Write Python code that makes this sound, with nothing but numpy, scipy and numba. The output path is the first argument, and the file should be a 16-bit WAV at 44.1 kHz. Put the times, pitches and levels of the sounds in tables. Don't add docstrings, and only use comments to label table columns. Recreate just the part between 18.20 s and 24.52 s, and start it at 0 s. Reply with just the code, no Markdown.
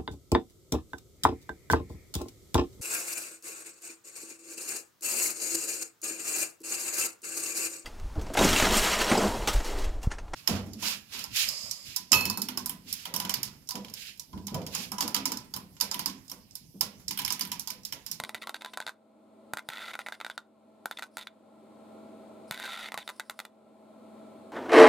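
import sys
import numpy as np
from scipy import signal
from scipy.fft import rfft, irfft, next_fast_len
from scipy.io import wavfile
from scipy.ndimage import uniform_filter1d, map_coordinates
from numba import njit

SR = 44100
rng = np.random.default_rng(int(sys.argv[2]) if len(sys.argv) > 2 else 0)


def transcribe(signal):
    frames = np.atleast_2d(signal).T
    limited = np.clip(frames, -1, 1)
    pcm = np.round(limited * 32767).astype(np.int16)
    wavfile.write(sys.argv[1], SR, pcm)


N = 278712


def amp(db):
    return 10 ** (np.asarray(db) / 20)


def unit(x):
    return x / np.sqrt(np.mean(x ** 2) + 1e-20)


def along(points, hz):
    f, v = np.transpose(points)
    return np.interp(np.log(hz + 1), np.log(f + 1), v)


def bumps(rows, hz):
    return sum(db * np.exp(-.5 * ((hz - centre) / width) ** 2) for centre, width, db in rows)


def wobble(rate):
    knots = rng.standard_normal(int(N * rate / SR) + 4)
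    return map_coordinates(knots, [np.arange(N) * rate / SR])


def filtered(x, response):
    m = next_fast_len(N + SR // 2)
    return irfft(rfft(x, m) * response(np.fft.rfftfreq(m, 1 / SR)), m)[..., :N]


def causal(db):
    cepstrum = irfft(np.log(amp(db)))
    half = cepstrum.shape[-1] // 2
    fold = np.r_[1, np.full(half - 1, 2), 1, np.zeros(half - 1)]
    return np.exp(rfft(cepstrum * fold))


def coloured(x, db_at, size=2048):
    answer = irfft(causal(db_at(np.fft.rfftfreq(size, 1 / SR))))
    return signal.fftconvolve(x, answer[None], axes=1)[:, :N]


def gliding_ring(x, hz, width_hz):
    carrier = np.exp(2j * np.pi * np.cumsum(hz) / SR)
    keep = np.exp(-np.pi * width_hz / SR)
    return unit(np.real(carrier * signal.lfilter([1], [1, -keep], x / carrier)))


def add(track, s, sound):
    start = max(round(s * SR), 0)
    track[..., start:start + sound.shape[-1]] += sound[..., :max(N - start, 0)]


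# pitch_hz, level_db (rms), left_minus_right_db, left_lead_rad
HUM = [(100, -74.5, -2, 0), (200, -67, 1, .1), (217.7, -55.5, 3, .2), (243.2, -67, 0, -.1),
       (301.5, -70, 0, .4), (314.1, -67, -2, .6), (384, -68, -1, .3), (514, -72, -2, .4),
       (640, -65, -2, .6), (653.1, -59.3, -2, .8), (738, -73, 1, .9), (771, -74, 1, .7), (1007, -80, 0, .5),
       (2309, -90, 0, 0), (8909, -91, 0, 0), (11461, -99, 0, 0)]
# frequency_hz, relative_level_db (per Hz)
PUMP = [(30, -44), (85, -24), (150, -11), (200, -12), (350, -11), (500, -6), (700, -10), (950, -13),
        (1210, -18), (1450, -20), (1700, -27), (2900, -28.5), (3500, -26.5), (4300, -27), (4850, -35),
        (6000, -39.5), (7000, -33.5), (8300, -32), (10000, -35.5), (14000, -42), (16300, -49)]
# centre_hz, half_width_hz, gain_db
PUMP_BODY = [(254.5, 18.8, 14.5), (311.5, 20.2, 14.5), (381.2, 18.6, 12), (454, 22, 6), (561, 42, 7.5),
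             (639, 29, 9), (784, 14, 5.5), (838, 42, 7.5), (1051, 58, 7.5), (1335, 54, 10.5),
             (2280, 260, 5), (9100, 55, 5), (11800, 74, 1)]
# frequency_hz, side_minus_mid_db
WIDTH = [(30, 22), (110, -16), (200, -7.5), (380, -10), (700, -4), (2400, -7), (4400, -3), (6000, 3),
         (8100, -13), (15000, -22)]


def machine():
    t, sides = np.arange(N) / SR, np.array([[.5], [-.5]])
    lines = np.zeros((2, N))
    for hz, db, left_db, lead in HUM:
        drift = 0.038 * np.sqrt(hz / 200) * wobble(3.9)
        phase = rng.uniform(0, 2 * np.pi) + lead * sides
        gain = np.sqrt(2) * amp(db + left_db * sides + 1.0 * wobble(5))
        lines += gain * np.sin(2 * np.pi * hz * t + drift + phase)

    def body(hz):
        return amp(along(PUMP, hz) + bumps(PUMP_BODY, hz))

    mid = filtered(rng.standard_normal(N), body)
    side = filtered(rng.standard_normal(N), lambda hz: body(hz) * amp(along(WIDTH, hz)))
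    rush = amp(-52.0 + 0.075 * wobble(8.8)) * unit(np.array([mid + side, mid - side]))
    lean = [(60, -2.0), (130, 13.0), (260, -3.0), (520, 1.0), (1500, 2.0)]  # Hz, left minus right dB
    lead_s, lead_fade_hz = .00004, 1500

    def placed(hz):
        delay = lead_s * sides / (1 + (hz / lead_fade_hz) ** 2)
        return amp(along(lean, hz) * sides) * np.exp(2j * np.pi * hz * delay)

    return lines + filtered(rush, placed)


# start_s, end_s, level_db
LEAKS = [(0, 0.674, -60.5), (1.446, 2.165, -60), (2.667, 2.876, -62), (2.913, 3.066, -59.5),
         (4.278, 5.256, -61), (4.962, 4.968, -52.5), (5.048, 5.09, -59)]
# frequency_hz, relative_level_db (per Hz)
HISS = [(300, -2), (2000, 2), (3700, 4), (5200, 12), (6500, -4), (9600, 12), (12000, -5), (16000, -9)]


def leak():
    strength = np.zeros(N)
    for start, end, db in LEAKS:
        strength[max(int(start * SR), 0):int(end * SR)] = amp(db)
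    noise = rng.standard_normal((3, N))
    shared_and_own = noise[0] + 0.41 * noise[1:]
    hiss = unit(filtered(shared_and_own, lambda hz: amp(along(HISS, hz))))
    return uniform_filter1d(strength, size=220) * amp(3.3 * wobble(40)) * hiss


def splinter(count, spread_s, apart, above_hz, lag_hz, size=4096):
    t, hz = np.arange(size) / SR, np.fft.rfftfreq(size, 1 / SR)
    noise = rng.standard_normal((count, 3, size))
    burst = (noise[:, :1] + apart * noise[:, 1:]) * np.exp(-(t / spread_s) ** 1.31)
    scattered = rfft(burst / np.linalg.norm(burst, axis=-1, keepdims=True))
    low = 1 / (1 + np.sqrt(2) * 1j * hz / above_hz - (hz / above_hz) ** 2)
    pole = 1 + 1j * hz / lag_hz - (hz / lag_hz) ** 2
    return -low * np.conj(pole) / pole * (1 - (hz / above_hz) ** 2 * scattered)


# pocket_ring_db, hollow_note_db (of the tank), small_bubbles_db
SPARKS = [(0.0005, 3.5, 1440, 5, -6.5, 3), (0.0374, 4, 1440, 4.5, -4, 4), (0.0488, -4.5, 1520, 4, -1, 13),
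          (0.0931, 4, 1320, 3, -4, 1), (0.1456, 6, 1490, 0, -1, 4), (0.15, 3.5, 1470, 6, -2, 3),
          (0.2719, 9, 1360, 3, -12, 2), (0.294, 13.5, 1380, 0.5, -15.5, -1.5),
          (0.344, 11, 1560, 6, -15, 5.5), (0.42, 5, 1510, 3, -6.5, 2), (0.4473, 9.5, 1480, 4.5, -13, 4),
          (0.46, 5.5, 1620, 8, -14, 4), (0.5735, 16, 1460, 6, -23, -3), (0.6025, 15.5, 1525, 5.5, -15, -5),
          (0.614, 2, 1480, -1, -12, 11), (0.624, 2, 1520, 8.5, -5, 2), (0.6662, 13, 1480, 2.5, -15, 7),
          (0.6766, 10, 1510, 9, -11, 4), (0.683, 7.5, 1520, 8, -14, 8.5), (0.6926, 10.5, 1510, 10, -17, 1),
          (1.3355, 15, 1440, 4, -14.5, -8), (1.3715, 11.5, 1460, 7.5, -8, -0.5),
          (1.385, 2, 1470, 11, -4, 2), (1.392, 2.5, 1460, 10, -2, 2), (1.4882, 12.5, 1450, 3, -9.5, 4.5),
          (1.5016, 4, 1450, 3, 3, 3), (1.5344, 2.5, 1460, 5, -1, 5.5), (1.562, -7, 1450, 12, 5, 4),
          (1.5718, -4.5, 1425, 4.5, 7, 15), (1.5818, 1, 1400, 8, 1, 2), (1.591, -6, 1435, 6, 6, 14),
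          (1.601, -13, 1450, 22, -6, -2), (1.622, -6, 1440, 18, 2, 5), (1.642, -9.5, 1390, 16, 0, -2),
          (1.661, -8, 1370, -6, 5, 4), (1.6836, 0.5, 1400, 8, -3, 3), (1.691, -5, 1380, 10, -4, -2),
          (1.699, -6, 1380, 9, -2, 0), (1.707, -8, 1392, 6, -1, 5), (1.713, -5, 1389, 10, -5, 0),
          (1.7405, -1, 1415, 10, 4.5, 3), (1.7532, 7.5, 1430, 7, -6, -3), (1.791, 12.5, 1410, 5, -7, -6),
          (1.863, 5, 1440, -1, 4.5, 0), (1.8679, 8, 1350, 2.5, -2.5, -4), (1.8855, 11.5, 1460, 5, -9, -3),
          (1.923, 10.5, 1560, 9, -14, 1), (2.002, 6, 1340, 3.5, -4.5, 0), (2.0121, 8.5, 1330, 7, -3, 2),
          (2.0474, 11.5, 1520, 7, -7.5, 3.5), (2.0647, 12, 1440, 6.5, -9, -1),
          (2.0996, 11, 1495, 9.5, -13, 0.5), (2.178, 14, 1430, 9, -18, 4), (2.6573, 16.5, 1455, 5, -22, -7),
          (2.7116, 11.5, 1510, 9, -19, 1.5), (2.787, 3, 1450, 7, -2, 4), (2.7933, 6.5, 1414, 5.5, -5, 1),
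          (2.8236, 7.5, 1470, 9, -1.5, 3), (2.8308, 4, 1410, 10, -10, 7.5), (2.8382, 2, 1470, 5, -8, 1),
          (2.97, 12, 1426, 5.5, -12, -2), (2.9823, 6, 1400, 1, -8, 2), (2.99, 0.5, 1350, -4, -3, 5.5),
          (2.995, -5, 1390, 3, -0.5, 1), (3.011, -6, 1390, 3, -2, 13), (3.026, -9, 1400, 4, -7, 13),
          (3.033, -12, 1410, 5, 2, 9), (3.0709, -4.5, 1423, 16, 4.5, 16.5), (4.3104, 3, 1430, 6, -5.5, 7),
          (4.322, -5, 1340, 4, -5, 3), (4.3252, -6, 1404, 4, -2, -2), (4.344, -6, 1437, 7, 0, 8),
          (4.376, -8, 1567, 12, -5, 11), (4.3991, 0, 1557, 8.5, -11, 1), (4.422, -8, 1517, 11.5, -5, 5),
          (4.428, -6.5, 1520, 10, 1, 13), (4.44, -9, 1507, 5, -2, 9), (4.461, -4, 1493, 3, -10, 15),
          (4.477, -9, 1430, 21, -8, -2), (4.491, -8, 1448, 8, -5, -7), (4.507, -18, 1430, 3, -3, 8),
          (4.521, -15, 1420, -3, -2, 8), (4.532, -1, 1428, 10, 1, 6), (4.542, -6.5, 1400, 5, 2, 7),
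          (4.575, -9, 1355, 7.5, 3, 7), (4.5998, -7, 1310, 9, -2, 2), (4.644, -6, 1320, 5, 5, 5),
          (4.66, -11, 1328, -1, 6, 15), (4.687, -3, 1317, -3, 3, 0), (4.72, 7.5, 1310, -3, -5.5, -2.5),
          (4.7423, 13.5, 1306, -1.5, -11, -6), (4.7762, 16, 1550, 1, -13, -3), (4.7822, -2, 1570, 9, 1, 13),
          (4.787, 7, 1380, 0, -6, -3), (4.877, 6, 1350, 6, -7, 8.5), (4.8906, 7.5, 1426, 3, -4, 4),
          (4.896, 6, 1380, 10.5, -8, -2), (4.901, 5, 1320, 7, -7, -3), (4.9974, 12.5, 1460, 7.5, -13, 0.5),
          (5.003, 3.5, 1520, 11, 0, 1), (5.0975, 13, 1410, 4, -10.5, 1), (5.107, 5.5, 1380, -43, -5.5, -47),
          (5.191, 9.5, 1390, 4.5, -6.5, 1), (5.201, 8.5, 1360, 7, -6, 3), (5.2513, 2.5, 1380, 5, -6, 2)]
# frequency_hz, relative_level_db
SNAP = [(20, -66), (70, -80), (200, -12.5), (400, -14), (650, -3), (880, -0.5), (1170, -17), (1450, -11),
        (2000, 5.5), (3050, -10.5), (3700, -3), (5600, -20), (7000, -16.5), (14000, -22.5), (16000, -38.5)]
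# treble_db, top_octave_db
DRIFT = [(0, 6.5, 7.5), (.15, 3.5, 6), (.28, -1.5, 0.5), (.45, 0.5, -1), (0.599, 2, -2), (1.35, 2, 2.5),
         (1.5, 2, 6), (1.75, -3, -2.5), (2.1, -2, -4), (2.2, 3, -6), (2.65, -2.5, 4.5), (2.8, 4.5, 2),
         (3, 7, 6.5), (4.3, 6.5, 11), (4.55, -1, 1), (4.731, -2.5, -2), (4.88, 1.5, 3.5), (5, 6.5, 3),
         (5.1, 2.5, 6), (5.25, 4, 6)]


def sparks(pops, size=4096):
    out, hz = np.zeros((2, N)), np.fft.rfftfreq(size, 1 / SR)
    blows = splinter(len(SPARKS + pops), spread_s=0.0019, apart=0.18, above_hz=2480, lag_hz=2200)
    drift_s, *brightness = np.transpose(DRIFT)
    for (s, db, ring_hz, ring_db, hollow_db, bead_db), blow in zip(SPARKS + pops, blows):
        treble_db, top_db = (np.interp(s, drift_s, column) for column in brightness)
        tilt = along([(900, 0), (2100, hollow_db), (3700, bead_db), (7500, treble_db), (12500, top_db)], hz)
        pocket = np.minimum(hz / ring_hz, 1) / (1 + ((hz - ring_hz) / 102) ** 2) ** 1.2
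        power = amp(along(SNAP, hz) + tilt) ** 2 + amp(ring_db) ** 2 * pocket
        broad = uniform_filter1d(np.mean(np.abs(blow) ** 2, axis=0), size=70)
        add(out, s, irfft(blow * causal(10 * np.log10(power / broad) + db)))
    return out


# frequency_hz, relative_level_db (per Hz)
FRAGMENTS = [(30, -50), (200, -22), (600, -4.5), (1100, 6.5), (1800, -13.5), (2800, -9.5), (4400, -14),
             (5600, -10), (14000, -18), (16000, -50)]
FRAGMENTS_PER_S, FRAGMENTS_DB, FRAGMENTS_LIFE_S = 700, -54, 0.018


def fragments():
    blows = np.zeros(N)
    for s, db, *_ in SPARKS:
        blows[max(round(s * SR), 0)] = amp(db + FRAGMENTS_DB)
    dying = signal.lfilter([1], [1, -np.exp(-1 / (FRAGMENTS_LIFE_S * SR))], blows)
    size = np.clip(rng.standard_normal((3, N)), -2, 2)
    ticks = (rng.random(N) < FRAGMENTS_PER_S / SR) * (size[0] + 0.83 * size[1:])
    return dying * unit(coloured(ticks, lambda hz: along(FRAGMENTS, hz)))


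# centre_hz, half_width_hz, gain_db
STANDING = [(1153, 45, -6.5), (1352, 18, 2.5), (1685, 29, -4), (1950, 60, 3), (3240, 43, -10.5),
            (3380, 146, 0.5), (4084, 50, -6), (5440, 140, -4.5)]


def standing_waves(discharges):
    return coloured(discharges, lambda hz: bumps(STANDING, hz))


# pitch_hz, relative_level_db, t60_s
TANK = [(884, -45, .11), (1012, -39, .14), (1090, -43, .13), (1195, -43, .16), (1512, -50, .05),
        (2084, -42, .08), (2579, -49, .08), (3135, -48, .12), (3543, -43, .045), (4380, -47, .06)]


def tank_ring(x, db):
    t = np.arange(SR // 4) / SR
    ring = sum(amp(level - 60 * t / t60) * np.cos(2 * np.pi * hz * t) for hz, level, t60 in TANK)
    return amp(db) * signal.fftconvolve(x, ring[None], axes=1)[:, :N]


# start_s, relative_level_db
SHOVES = [(.001, -33), (0.035, -34), (0.147, -34.5), (0.667, -40), (1.335, -28), (1.487, -28.5),
          (4.31, -29.5), (4.742, -35), (4.779, -33)]
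SHOVE_HZ = 145.4


def shoves():
    out, cycles = np.zeros((2, N)), SHOVE_HZ * np.arange(SR // 8) / SR
    swell = np.sin(2 * np.pi * cycles) * cycles * np.exp(1 - 2.55 * cycles)
    for s, db in SHOVES:
        add(out, s, amp(db + rng.standard_normal((2, 1))) * swell)
    return out


# start_s, pitch_hz, level_db (before onset and decay), t60_s
KNOCKS = [(.001, 1020, -25, 0.013), (0.048, 1030, -38, 0.045), (.094, 910, -37, 0.065),
          (.236, 1075, -41, .1), (0.273, 1115, -30.5, 0.054), (0.294, 1080, -28, 0.039),
          (0.42, 1020, -41, 0.076), (0.45, 1018, -34, 0.11), (.575, 1004, -23, 0.044),
          (0.615, 1004, -30, 0.05), (.677, 995, -27, 0.059), (4.723, 1280, -37, 0.068),
          (4.743, 1106, -28, 0.078)]
KNOCK_SAG_PER_S = 0.58
KNOCK_ROUGH, KNOCK_CHURN_PER_S = 1, 177


def knocks():
    out, t = np.zeros((2, N)), np.arange(SR // 8) / SR
    for s, hz, db, t60 in KNOCKS:
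        sinking = 2 * np.pi * hz * (t - KNOCK_SAG_PER_S * t ** 2 / 2)
        phase = sinking + KNOCK_ROUGH * wobble(KNOCK_CHURN_PER_S)[:len(t)]
        onset = 1 - np.exp(-t / 0.00088)
        add(out, s, amp(db - 60 * t / t60) * onset * np.sin(phase))
    return out


# frequency_hz, t60_s
ROOM = [(200, .26), (1500, .21), (5000, .17), (14000, .14)]


def workshop(x, wall_db, wall_s, tail_db, apart, size=4096):
    out = np.zeros((2, N))
    for start in range(0, N, size):
        hz, t, z = signal.stft(rng.standard_normal((3, SR // 4)), SR, nperseg=256)
        decay = amp(-60 * t / along(ROOM, hz)[:, None])
        noise = signal.istft(z * decay, SR, nperseg=256)[1]
        tail = noise[:1] + apart * noise[1:]
        age = np.arange(tail.shape[1]) / SR
        wall = tail * (age > wall_s) * np.exp(-np.abs(age - wall_s) / 0.0076)
        tail = tail * (age > .003)
        wall_part = amp(wall_db) * wall / np.linalg.norm(wall[0])
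        answer = wall_part + amp(tail_db) * tail / np.linalg.norm(tail[0])
        add(out, start / SR, signal.fftconvolve(x[:, start:start + size], answer, axes=1))
    return out


# pocket_ring_db, small_bubbles_db
ARCS = [(0.146, 0.184, -39.5, 1560, -17, -13), (0.217, 0.24, -33.5, 1447, -16, -7),
        (0.343, 0.369, -34, 1546, -6, -10), (0.41, 0.416, -32, 1445, -8, -10),
        (0.445, 0.504, -47.5, 1500, -11, 5), (.535, 0.546, -36, 1450, -2, 2),
        (0.664, 0.701, -41, 1500, 0, -11), (1.505, 1.599, -39, 1420, 6, 0.5),
        (1.6, 1.66, -36.5, 1440, 6, 0), (1.66, 1.717, -36.5, 1380, -1, -6),
        (1.734, 1.743, -33, 1347, -30, -2), (1.796, 1.82, -36.5, 1360, -12, -13),
        (1.924, 1.955, -38, 1470, -6, 0), (2.105, 2.118, -35, 1490, -4.5, 6),
        (2.718, 2.731, -37, 1500, -14, 1), (2.771, 2.777, -31.5, 1500, -15, 6.5),
        (2.986, 3.031, -41.5, 1380, -10, 3), (4.318, 4.372, -43.5, 1559, 0, -12),
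        (4.385, 4.402, -41, 1550, 1, 5.5), (4.403, 4.434, -41.5, 1570, 1, 3),
        (4.437, 4.483, -36, 1520, 6, -7), (4.485, 4.56, -35, 1401, -1, 0.5),
        (4.558, 4.691, -37.5, 1382, 2, 0.5), (4.789, 4.831, -40, 1560, -29, 4)]
ARC_FADE_DB = 3.5
FULL_POCKET_HZ, GAS_S = 1340, 0.14


def arc_controls():
    controls = np.zeros((4, N))
    for start, end, db, hz, pocket_db, bead_db in ARCS:
        i = np.arange(round(start * SR), round(end * SR))
        controls[0, i] = amp(db + ARC_FADE_DB * np.linspace(.5, -.5, len(i)))
        controls[1, i] = FULL_POCKET_HZ + (hz - FULL_POCKET_HZ) * np.exp((start - i / SR) / GAS_S)
        controls[2:, i] = [[pocket_db], [bead_db]]
    return uniform_filter1d(controls, size=130, axis=1)


BEAD_WANDER_HZ, POCKET_WANDER_HZ = 50, 45
POPS_PER_S, POP_JITTER, POP_DB, POP_SCATTER_DB = 170, 0.35, 25, 1.5
# pocket_ring_db, hollow_note_db, small_bubbles_db
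POP_COLOUR_DB = (8.5, -0.5, 8.5)


def stray_pops(strength, pocket_hz, count=1600):
    scatter = rng.standard_normal((count, 6))
    at = (np.cumsum(np.exp(POP_JITTER * scatter[:, 5])) * SR / POPS_PER_S).astype(int)
    pops = []
    for i, own in zip(at, scatter):
        if i < N and strength[i] > strength.max() / 10:
            db = 20 * np.log10(strength[i]) + POP_DB + POP_SCATTER_DB * own[0]
            hz = pocket_hz[i] + POCKET_WANDER_HZ * own[4]
            pops.append((i / SR, db, hz, *(POP_COLOUR_DB + POP_SCATTER_DB * own[1:4])))
    return pops


BEADS_PER_S, BEAD_HZ, BEAD_SPREAD_HZ, BEAD_T60_S = 400, 3660, 160, 0.016


def beads(size=1024):
    chance = rng.standard_normal((int(BEADS_PER_S * N / SR), 2))
    born, t = rng.integers(0, N, (len(chance), 1)), np.arange(size) / SR
    hz = BEAD_HZ + BEAD_WANDER_HZ * wobble(35)[born] + BEAD_SPREAD_HZ * chance[:, 1:]
    level_db = 1.8 * np.clip(chance[:, :1], -2, 1.5) - 60 * t / BEAD_T60_S
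    rings = amp(level_db) * np.sin(2 * np.pi * hz * t)
    return unit(np.bincount((born + np.arange(size)).ravel(), rings.ravel(), N)[:N])


# frequency_hz, relative_level_db
SIZZLE = [(25, -61), (100, -19.5), (400, -14.5), (650, -4), (1150, -7), (1430, -14), (1720, -15),
          (2020, -9), (2850, -5.5), (3600, -6), (4650, -8.5), (5400, -15), (7000, -15), (13700, -21),
          (16000, -49)]
HOLLOW_HZ, HOLLOW_DB = 2034, -5
TWITCH_DB, TWITCHES_PER_S = 2.5, 320


def arcs(strength, pocket_hz, pocket_db, bead_db):
    ticks = (rng.random(N) < 1400 / SR) * amp(3 * np.clip(rng.standard_normal(N), -2, 2))
    fizz_decay = np.exp(-1 / (0.00074 * SR))
    fizz = signal.lfilter([1], [1, -fizz_decay], ticks) * rng.standard_normal((3, N))
    swarm = unit(ticks - ticks.mean()) + 0.53 * unit(fizz[0]) + 0.4 * unit(fizz[1:])
    spurts = amp(TWITCH_DB * wobble(TWITCHES_PER_S))
    sizzle = unit(coloured(swarm * spurts, lambda hz: along(SIZZLE, hz)))
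    wandering_hz = pocket_hz + POCKET_WANDER_HZ * wobble(70)
    pocket = amp(pocket_db) * gliding_ring(fizz[0], wandering_hz, width_hz=89)
    hollow_gain = amp(HOLLOW_DB + 3.8 * wobble(21.94))
    hollow = hollow_gain * gliding_ring(fizz[1], HOLLOW_HZ + 70 * wobble(25), width_hz=300)
    bubbles = amp(bead_db + 1.8 * wobble(28)) * beads()
    return amp(-5.5) * strength * (sizzle + pocket + hollow + bubbles)


def scene():
    strength, pocket_hz, pocket_db, bead_db = arc_controls()
    discharges = sparks(stray_pops(strength, pocket_hz)) + arcs(strength, pocket_hz, pocket_db, bead_db)
    discharges = standing_waves(discharges + fragments())
    bath = (discharges + knocks() + leak() + shoves()) * amp([[-.45], [.45]])
    bath = bath + tank_ring(bath, db=-12.0)
    room = workshop(bath, wall_db=-16.5, wall_s=0.0051, tail_db=-20.0, apart=0.39)
    return bath + room + machine()


@njit
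def follow(wanted, attack, release):
    cut, now = np.empty(len(wanted)), 0.0
    for i in range(len(wanted)):
        now = now + (wanted[i] - now) * attack if wanted[i] > now else max(now - release, 0.0)
        cut[i] = now
    return cut


def gain_control(x, threshold_db, slope, attack_s, release_db):
    level = 10 * np.log10(np.abs(uniform_filter1d(np.mean(x ** 2, axis=0), size=128)) + 1e-12)
    wanted = slope * np.maximum(level - threshold_db, 0)
    return x * amp(-follow(wanted, 1 / (attack_s * SR), release_db / SR))


TOP_HZ = 16300


def record(dry):
    held = gain_control(dry, threshold_db=-40.5, slope=0.8, attack_s=0.0086, release_db=16.5)
    hiss = amp(-101) * rng.standard_normal((2, N))
    return filtered(held + hiss, lambda hz: hz < TOP_HZ)


dry = scene()
out = record(dry)
transcribe(out)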